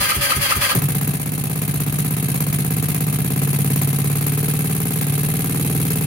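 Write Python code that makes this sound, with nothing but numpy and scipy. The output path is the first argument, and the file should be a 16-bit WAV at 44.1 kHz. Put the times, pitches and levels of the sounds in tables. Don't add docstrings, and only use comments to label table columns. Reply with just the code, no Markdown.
import sys
import numpy as np
from scipy import signal
from scipy.fft import rfft, irfft, next_fast_len
from scipy.io import wavfile
from scipy.ndimage import uniform_filter1d, map_coordinates

SR = 44100
rng = np.random.default_rng(int(sys.argv[2]) if len(sys.argv) > 2 else 0)


def write(x):
    x = np.atleast_2d(x).T
    wavfile.write(sys.argv[1], SR, np.round(np.clip(x, -1, 1) * 32767).astype(np.int16))


N = 267246
CATCH_S, SETTLE_S = .749, .16


# time in seconds, firings per second.
SPEED = [(0.749, 13.86), (0.9, 15.739), (1.43, 16.904), (1.79, 16.101), (2.31, 17.04), (2.43, 15.964),
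         (2.55, 16.897), (3.06, 16.477), (3.46, 17.832), (3.58, 17.457), (3.96, 17.639), (4.9, 19.287),
         (5.07, 17.851), (5.49, 19.601), (5.77, 19.734), (5.89, 18.97)]
def cycle_times(phase):
    t = clock()
    cycles = np.cumsum(curves(SPEED, t)[0]) / SR
    cycles -= np.interp(CATCH_S, t, cycles)
    return np.interp(np.arange(int(cycles[-1]) + 1) + phase, cycles, t)


# frequency in Hz, width in Hz, gain in dB, polarity.
EXHAUST_MODES = [(138.44, 12, -1.5, -1), (145.6, 13, 1, 1), (190.3, 10.2, -10.5, -1),
                 (208.2, 7.2, -18.5, 1), (259.5, 25, -20.5, -1), (292, 8.5, -18.5, -1),
                 (342, 9.1, -24.5, -1), (373.4, 14, -25.5, -1), (423, 9.9, -44.5, -1)]
BARK_MODES = [(426, 36, -22, -1)]
def exhaust(phase=.054, bark_db_per_hz=5):
    times = cycle_times(phase)
    speed, = curves(SPEED, times)
    puffs = pulses(times, amp(.4 * rng.standard_normal(len(times))))
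    barks = pulses(times, amp(bark_db_per_hz * (speed - speed.max())))
    return resonate(puffs, EXHAUST_MODES) + resonate(barks, BARK_MODES)


# frequency in Hz, width in Hz, gain in dB, polarity.
AIRBOX_MODES = [(56, 26, -31, -1), (86, 37, -20.5, -1), (103.8, 10.5, -9.5, -1), (114.5, 11, -16.5, 1),
                (143.7, 26, -12.5, 1), (173, 120, -32, 1), (322.6, 43, -41, 1)]
def intake(level_db=-2.9, phase=.534, cutoff_hz=260):
    times = cycle_times(phase)
    gulps = pulses(times, amp(.35 * rng.standard_normal(len(times))))
    return amp(level_db) * filtered(resonate(gulps, AIRBOX_MODES), lambda f: 1 / (1 + (f / cutoff_hz) ** 4))


# time in seconds, level in dB.
GAS_FLOW = [(0.77, -21.5), (.84, -22.5), (0.92, -21), (1.11, -20), (1.17, -25.5), (1.77, -21.5),
            (3.28, -20.5), (3.62, -18), (5.04, -22), (5.1, -19), (5.47, -22), (5.72, -20), (5.88, -20.5)]
def gas_throb():
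    throb = exhaust() + intake()
    power = abs(uniform_filter1d(uniform_filter1d(throb ** 2, size=SR // 8), size=SR // 16))
    return throb / np.sqrt(np.maximum(power, power.mean() / 2)) * amp(curves(GAS_FLOW, clock())[0])


# time in seconds, boost in dB.
HARD_FIRINGS = [(.75, 2), (1.619, 2), (1.68, 1.5), (1.803, 2.5), (1.987, 3.5), (2.286, 2), (2.345, 4),
                (2.405, 2), (2.53, 2.5), (2.588, 2), (2.707, 2), (2.827, 2), (2.886, 2.5), (2.946, 2.5),
                (3.007, 3), (3.128, 2), (3.418, 1.5), (3.757, 1.5), (3.815, 3), (4.265, 2.5), (4.484, 2),
                (5.012, 3), (5.904, 2.5)]
def firing_strength(times):
    starts, db = np.transpose(HARD_FIRINGS)
    return amp((abs(times[:, None] - starts) < .015) @ db)


# cycle phase from 0 to 1, rise and decay in seconds,
# then levels in dB for casing, exhaust valve, intake valve and sharp tick.
CONTACTS = [(-.018, .002, .0026, -1.5, -14, -16, 1), (0.025, 0.002, 0.0027, -25, -6.5, -4.5, 14.5),
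            (.11, 0.0031, 0.01, -5, -1, -11.5, 0), (.25, .002, 0.0027, -4, 4, -11, -9),
            (.31, .001, .0045, -4.5, 9.5, -8, -13), (.53, .002, 0.0027, -4, -5, 2.5, 6),
            (.58, 0.002, .008, -11.5, -12, 1, -3)]
def contact_forces(rub_db=(-19, -27, -27, -34), jitter_s=.0003, scatter_db=1.8):
    t = np.arange(SR // 12) / SR
    power = np.zeros((4, N))
    for phase, rise, decay, *levels in CONTACTS:
        times = cycle_times(phase)
        late, strong = rng.standard_normal((len(times), 2)).T
        blows = pulses(times + jitter_s * late, firing_strength(times) ** 2 * amp(scatter_db * strong))
        shape = (1 - np.exp(-t / rise)) * np.exp(-t / decay)
        power += np.outer(amp(levels) ** 2, signal.fftconvolve(blows, (shape / shape.max()) ** 2)[:N])
    rub = np.outer(amp(rub_db), clock() > CATCH_S)
    return np.sqrt(abs(power) + rub ** 2)


def hardness(level_db=-25.5, db_per_flow_db=.43, catch_db=5):
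    flow_db, = curves(GAS_FLOW, clock())
    return amp(level_db + db_per_flow_db * (flow_db - flow_db.mean()) + catch_db * cold(clock()))


def cold(t):
    return np.exp(-np.maximum(t - CATCH_S, 0) / SETTLE_S)


# frequency in Hz, spectral density in dB.
CASING_SPECTRUM = [(250, 9.5), (340, -6), (460, -1), (620, -4.5), (770, -2.5), (880, -6.5), (1100, -7.5),
                   (1300, -6.5), (1700, -8), (2100, -4), (2550, -4), (3000, -12), (4200, -10.5),
                   (5200, -15), (7500, -15.5), (16000, -19)]
VALVE_SPECTRUM = [(1000, -24), (3000, -19), (4200, -20.5), (4800, -22), (6500, -16.5), (7800, -15),
                  (8600, -8.5), (10200, -4), (11400, -2.5), (13000, -8), (14300, -15), (16000, -13)]
TICK_SPECTRUM = [(1000, -16), (3000, -18), (5000, -24.5), (6500, -8), (7800, -10.5), (9500, -2), (11000, 2),
                 (14000, 0), (15000, 5), (15800, -2)]
# frequency in Hz, width in Hz, gain in dB.
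EXHAUST_VALVE_MODES = [(1650, 150, 6), (4340, 70, -2), (6620, 120, -7), (8700, 150, -10), (11250, 150, -12),
                       (11780, 90, -1), (12350, 300, -12)]
INTAKE_VALVE_MODES = [(2640, 200, 5), (3150, 200, 1), (3850, 120, 3), (4200, 120, -2), (6620, 110, -3),
                      (9500, 120, -9), (10212, 80, -1), (10600, 140, -5)]
def clatter(casing_db=-9, valve_db=-6.5, tick_db=-4.5, intake_db_per_hz=.65):
    casing, exhaust_valve, intake_valve, tick = contact_forces()
    speed, = curves(SPEED, clock())
    intake_valve *= amp(intake_db_per_hz * (speed - speed.mean()))
    sound = amp(casing_db) * metal(casing, CASING_SPECTRUM, ring_s=.05, ring_db=-12, grain=.26)
    for force, modes in (exhaust_valve, EXHAUST_VALVE_MODES), (intake_valve, INTAKE_VALVE_MODES):
        valve = metal(force, VALVE_SPECTRUM, ring_s=.04, ring_db=-13, grain=.15, modes=modes)
        sound += amp(valve_db) * valve
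    sound += amp(tick_db) * metal(tick, TICK_SPECTRUM, ring_s=.029, ring_db=-22, grain=.11)
    return sound * hardness()


# frequency in Hz, width in Hz, gain in dB.
CRANKCASE_MODES = [(415.8, 22.5, 6.5), (762, 31, 1), (985, 31, -1.5), (1315, 120, -6), (1660, 56, -5),
                   (2370, 150, -5), (2570, 110, -6)]
def knock(level_db=-15, phase=-.012, cold_db=2, oil_cutoff_hz=3200, stagger_s=.002983):
    times = cycle_times(phase)
    blows = pulses(times, amp(cold_db * cold(times) - .06 * rng.standard_normal(len(times))))
    lags = stagger_s * np.linspace(1, 0, len(CRANKCASE_MODES))

    def response(f):
        case = sum(np.exp(-2j * np.pi * f * lag) * resonance(f, *mode)
                   for lag, mode in zip(lags, CRANKCASE_MODES))
        return case / (1 + (f / oil_cutoff_hz) ** 6) * balance(f)
    return amp(level_db) * hardness() * unit(from_left(filtered(blows, response), lead_s=.0002))


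# start in seconds, level in dB.
LATE_BURNS = [(.768, 2), (0.841, -8)]
# frequency in Hz, width in Hz, gain in dB, polarity.
BOOM_MODES = [(135, 18, 4.5, 1), (158, 16, 1, -1)]
def booms(gain_db=42):
    starts, db = np.transpose(LATE_BURNS)
    return resonate(pulses(starts, amp(gain_db + db)), BOOM_MODES)


# start in seconds, level in dB.
RASPS = [(.75, 0), (.768, 1), (.826, -7), (.884, -1), (.949, -10), (1.012, -9)]
# frequency in Hz, spectral density in dB.
RASP_SPECTRUM = [(120, -27), (260, 2), (450, 4), (650, -10.5), (950, -10), (1500, -28), (3000, -32),
                 (8000, -58)]
def rasps(level_db=-27.5, attack_s=.0013, decay_s=.015):
    bursts = np.zeros(N)
    for start, db in RASPS:
        age = np.maximum(clock() - start, 0)
        bursts += amp(db) * (1 - np.exp(-age / attack_s)) * np.exp(-age / decay_s)
    rough = rng.standard_normal((2, N)) * np.exp(.84 * wobble(700))
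    return amp(level_db) * bursts * spread(rough, RASP_SPECTRUM)


# start in seconds, level in dB.
STROKES = [(-.04, -16.5), (.167, -15.5), (.367, -16), (0.565, -16)]
# frequency in Hz, width in Hz, gain in dB, polarity.
PIPE_MODES = [(50.4, 33, 5.5, 1), (71, 24, -25, -1), (101, 3.2, 8.5, 1), (140.3, 11, 6.5, -1),
              (189, 11, 2, 1), (268, 78, -45, -1), (379, 30, -11.5, 1)]
def chuffs(gain_db=43, gap_s=.0127):
    starts, db = np.transpose(STROKES)
    faded_db = 60 * np.minimum(starts, 0)
    first = pulses(np.maximum(starts, 0), amp(db + gain_db - 1 + faded_db))
    second = pulses(starts + gap_s, amp(db + gain_db))
    return resonate(first + second, PIPE_MODES)


# delay, attack, hold and release in seconds, grind and hiss in dB.
SURGES = [(.038, .012, .044, .024, 0, .7), (.12, .011, .016, .024, 1, .7),
          (.182, .008, .014, .009, -13, .3)]
# time since the stroke in seconds, shaft tone in Hz.
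SHAFT_TONE = [(0, 545), (.022, 550), (.045, 592), (.062, 572), (.095, 530), (.125, 528), (.15, 490),
              (.175, 520), (.2, 545)]
def starter_load(free_grind_db=-9, free_hiss_db=-10):
    t = clock()
    starts = np.transpose(STROKES)[0]
    power = np.outer(amp([free_grind_db, free_hiss_db]) ** 2, np.ones(N))
    for start in starts:
        for delay, attack, hold, release, *levels in SURGES:
            age = t[:SR] - start - delay
            swell = np.clip(age / attack, 0, 1) * np.exp(-np.maximum(age - attack - hold, 0) / release)
            power[:, :SR] += np.outer(amp(levels), swell) ** 2
    grind, hiss = np.sqrt(power)
    since_stroke = t - starts[np.maximum(np.searchsorted(starts, t) - 1, 0)]
    return grind, hiss, uniform_filter1d(curves(SHAFT_TONE, since_stroke)[0], size=SR // 100)


def engaged(stop_s=.726, coast_s=.021):
    return np.exp(-np.maximum(clock() - stop_s, 0) / coast_s)


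# frequency in Hz, spectral density in dB.
GEAR_SPECTRUM = [(260, -41), (450, -25), (573, -3), (662, -20), (800, -8.5), (1060, -12.5), (1250, -3),
                 (1430, -9), (1590, -4), (1840, -6.5), (2500, -4.5), (3170, -6.5), (3750, -11.5),
                 (4250, -8), (4820, -7.5), (5710, -20), (8000, -17), (10400, -29), (17600, -120)]
BRUSH_SPECTRUM = [(3820, -35), (5300, -21.5), (6500, -9), (7500, -17.5), (8720, -9), (9400, -5), (9850, 2),
                  (10400, -2), (11800, -2.5), (13900, -6.5), (15800, -8)]
def starter(grind_db=-32, brush_db=-30.5, whine_db=-27.5, tooth_depth=.18):
    grind, hiss, tone_hz = starter_load()
    teeth = engaged() * (1 + tooth_depth * np.sin(2 * np.pi * np.cumsum(tone_hz) / SR))
    gears = metal(grind * teeth, GEAR_SPECTRUM, ring_s=.07, ring_db=-3, grain=.25)
    brushes = metal(hiss * teeth, BRUSH_SPECTRUM, ring_s=.05, ring_db=-4, grain=.15)
    return amp(grind_db) * gears + amp(brush_db) * brushes + amp(whine_db) * whine()


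# multiple of the shaft tone, level in dB.
GEAR_ORDERS = [(1, -6), (2, -10), (3, -1), (6, -2), (9, -2), (12, -14), (18, -8), (21, -10)]
# frequency in Hz, width in Hz, gain in dB.
HOUSING_MODES = [(580, 25, -3), (1045, 35, -3), (1580, 25, -1), (1715, 20, 0), (3235, 35, 3),
                 (4750, 60, -1), (5085, 50, -2)]
def whine(direct_db=-8, flutter_rad=.2):
    grind, _, tone_hz = starter_load()
    turns = np.cumsum(tone_hz * (1 + .006 * wobble(25))) / SR
    tones = np.zeros((2, N))
    for order, db in GEAR_ORDERS:
        angle = 2 * np.pi * order * turns + flutter_rad * wobble(300)
        tones += amp(db) * np.sin(angle + rng.uniform(0, 2 * np.pi, (2, 1)))
    housing = lambda f: amp(direct_db) + sum(resonance(f, *mode) for mode in HOUSING_MODES)
    return filtered(tones * grind * engaged(), housing)


# start in seconds, level in dB.
CLACKS = [(.116, 1.5), (.318, 4.5), (.519, 4.5), (0.716, -1)]
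# frequency in Hz, level in dB, time to fall 60 dB in seconds.
CLUTCH_MODES = [(1100, -6, .03), (1215, -3, .08), (1262, 1, .07), (1322, -2.5, .07), (1420, -6, .03),
                (2550, -10, .05)]
def clutch(level_db=-18.5, attack_s=.0022):
    out = np.zeros((2, N))
    for start, db in CLACKS:
        age = np.maximum(clock() - start, 0)[:SR]
        onset = 1 - np.exp(-age / attack_s)
        channel_phase = np.array([[0], [np.pi / 2]]) + rng.uniform(0, 2 * np.pi)
        for hz, mode_db, t60 in CLUTCH_MODES:
            ring = np.sin(2 * np.pi * hz * (age - 2 * attack_s) + channel_phase)
            out[:, :SR] += amp(level_db + db + mode_db - 60 * age / t60) * onset * ring
    return out


# multiple of the firing rate, level in dB.
HUM_ORDERS = [(14, 0), (16, -3), (18, 0), (22, -2), (24, -6), (42, -11)]
def hum(level_db=-38, db_per_hz=3):
    speed, = curves(SPEED, clock())
    cycles = np.cumsum(speed) / SR
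    tones = np.zeros((2, N))
    for order, db in HUM_ORDERS:
        angle = 2 * np.pi * (order * cycles + rng.uniform())
        tones += amp(db) * np.sin(angle + .5 * rng.standard_normal((2, 1)))
    return amp(level_db + db_per_hz * (speed - speed.max())) * tones


# frequency in Hz, reverberation time in seconds.
ROOM_T60 = [(200, 0.31), (2000, 0.38), (12000, 0.07)]
def workshop(x):
    hz, t, bands = signal.stft(rng.standard_normal((2, SR // 2)), SR, nperseg=256)
    tail = signal.istft(bands * amp(-60 * t / along(ROOM_T60, hz)[:, None]), SR, nperseg=256)[1]
    return signal.fftconvolve(x, tail / np.linalg.norm(tail[0]), axes=1)[:, :N]


def rumble(level_db=-34):
    spectrum = [(20, 1), (60, -1), (150, 4), (400, -12), (2000, -29), (16000, -45)]  # Hz, dB
    return amp(level_db) * spread(rng.standard_normal((2, N)), spectrum)


def metal(force, spectrum, ring_s, ring_db, grain, modes=()):
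    t = np.arange(SR // 8) / SR
    tail = rng.standard_normal((2, len(t))) * amp(-60 * t / ring_s)
    grit = force * rng.standard_normal((2, N)) * np.exp(grain * wobble(1500))
    ring = signal.fftconvolve(grit[:1] + grit[1:], tail, axes=1)[:, :N]
    sound = unit(grit) + amp(ring_db) * unit(ring)
    if len(modes):
        sound = filtered(sound, lambda f: 1 + 2 * sum(resonance(f, *mode) for mode in modes))
    return spread(sound, spectrum)


def resonate(x, modes, soft_hz=480):
    cavity = lambda f: sum(np.sign(polarity) * resonance(f, *mode) for *mode, polarity in modes)
    radiation = signal.butter(2, [40, 650], 'band', fs=SR, output='sos')
    return signal.sosfilt(radiation, filtered(x, lambda f: cavity(f) / (1 + (f / soft_hz) ** 8)))


def resonance(f, centre_hz, width_hz, db):
    return amp(db) * 1j * f * width_hz / (centre_hz ** 2 - f * f + 1j * f * width_hz)


# frequency in Hz, left minus right level in dB.
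BALANCE = [(60, 15), (110, -14.5), (200, 4), (380, -3.5), (700, 3.5), (1290, 1.5), (2380, 1), (4400, -5.5),
           (8120, 3.5), (15000, 0)]
def balance(hz):
    return amp(np.outer([.5, -.5], along(BALANCE, hz)))


# frequency in Hz, correlation from 0 to 1.
COHERENCE = [(100, 0.99), (300, 0.35), (600, 0.38), (1200, 0), (3000, 0), (15000, 0)]
def spread(pair, spectrum):
    angle = lambda hz: np.arcsin(np.clip(along(COHERENCE, hz), -1, 1)) / 2
    colour = lambda hz: amp(along(spectrum, hz)) * balance(hz) * hz / np.hypot(hz, 200)
    own = filtered(pair, lambda hz: colour(hz) * np.cos(angle(hz)))
    crossed = filtered(pair[::-1], lambda hz: colour(hz) * np.sin(angle(hz)))
    return unit(own + crossed)


def from_left(x, lead_s):
    return filtered(x, lambda hz: np.exp(1j * np.pi * np.outer([1, -1], hz) * lead_s))


def filtered(x, response):
    size = next_fast_len(N + SR // 2)
    return irfft(rfft(x, size) * response(np.fft.rfftfreq(size, 1 / SR)), size)[..., :N]


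def pulses(times, sizes):
    inside = (times >= 0) & (times < (N - 1) / SR)
    return np.bincount((times[inside] * SR).astype(int), sizes[inside], N)


def wobble(rate):
    return map_coordinates(rng.standard_normal(int(N * rate / SR) + 4), [clock() * rate])


def curves(rows, at):
    times, *columns = np.transpose(rows)
    return [np.interp(at, times, column) for column in columns]


def along(points, hz):
    freqs, values = np.transpose(points)
    return np.interp(np.log(hz + 1), np.log(freqs + 1), values)


def amp(db):
    return 10 ** (np.asarray(db) / 20)


def unit(x):
    return x / np.sqrt(np.mean(x ** 2) + 1e-20)


def clock():
    return np.arange(N) / SR


def scene():
    machine = starter() + clutch() + clatter() + knock() + rasps()
    gas = from_left(gas_throb() + chuffs() + booms(), lead_s=.00011) * amp([[-.3], [.3]])
    background = rumble()
    gas_above_bass = filtered(gas, lambda hz: hz ** 4 / (hz ** 4 + 230 ** 4))
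    reverberation = amp(-17) * workshop(gas_above_bass) + amp(-9.5) * workshop(machine)
    return machine + gas + hum() + reverberation + background


def record(dry, top_hz=15820):
    return filtered(dry, lambda hz: hz < top_hz)


dry = scene()
out = record(dry)
write(out)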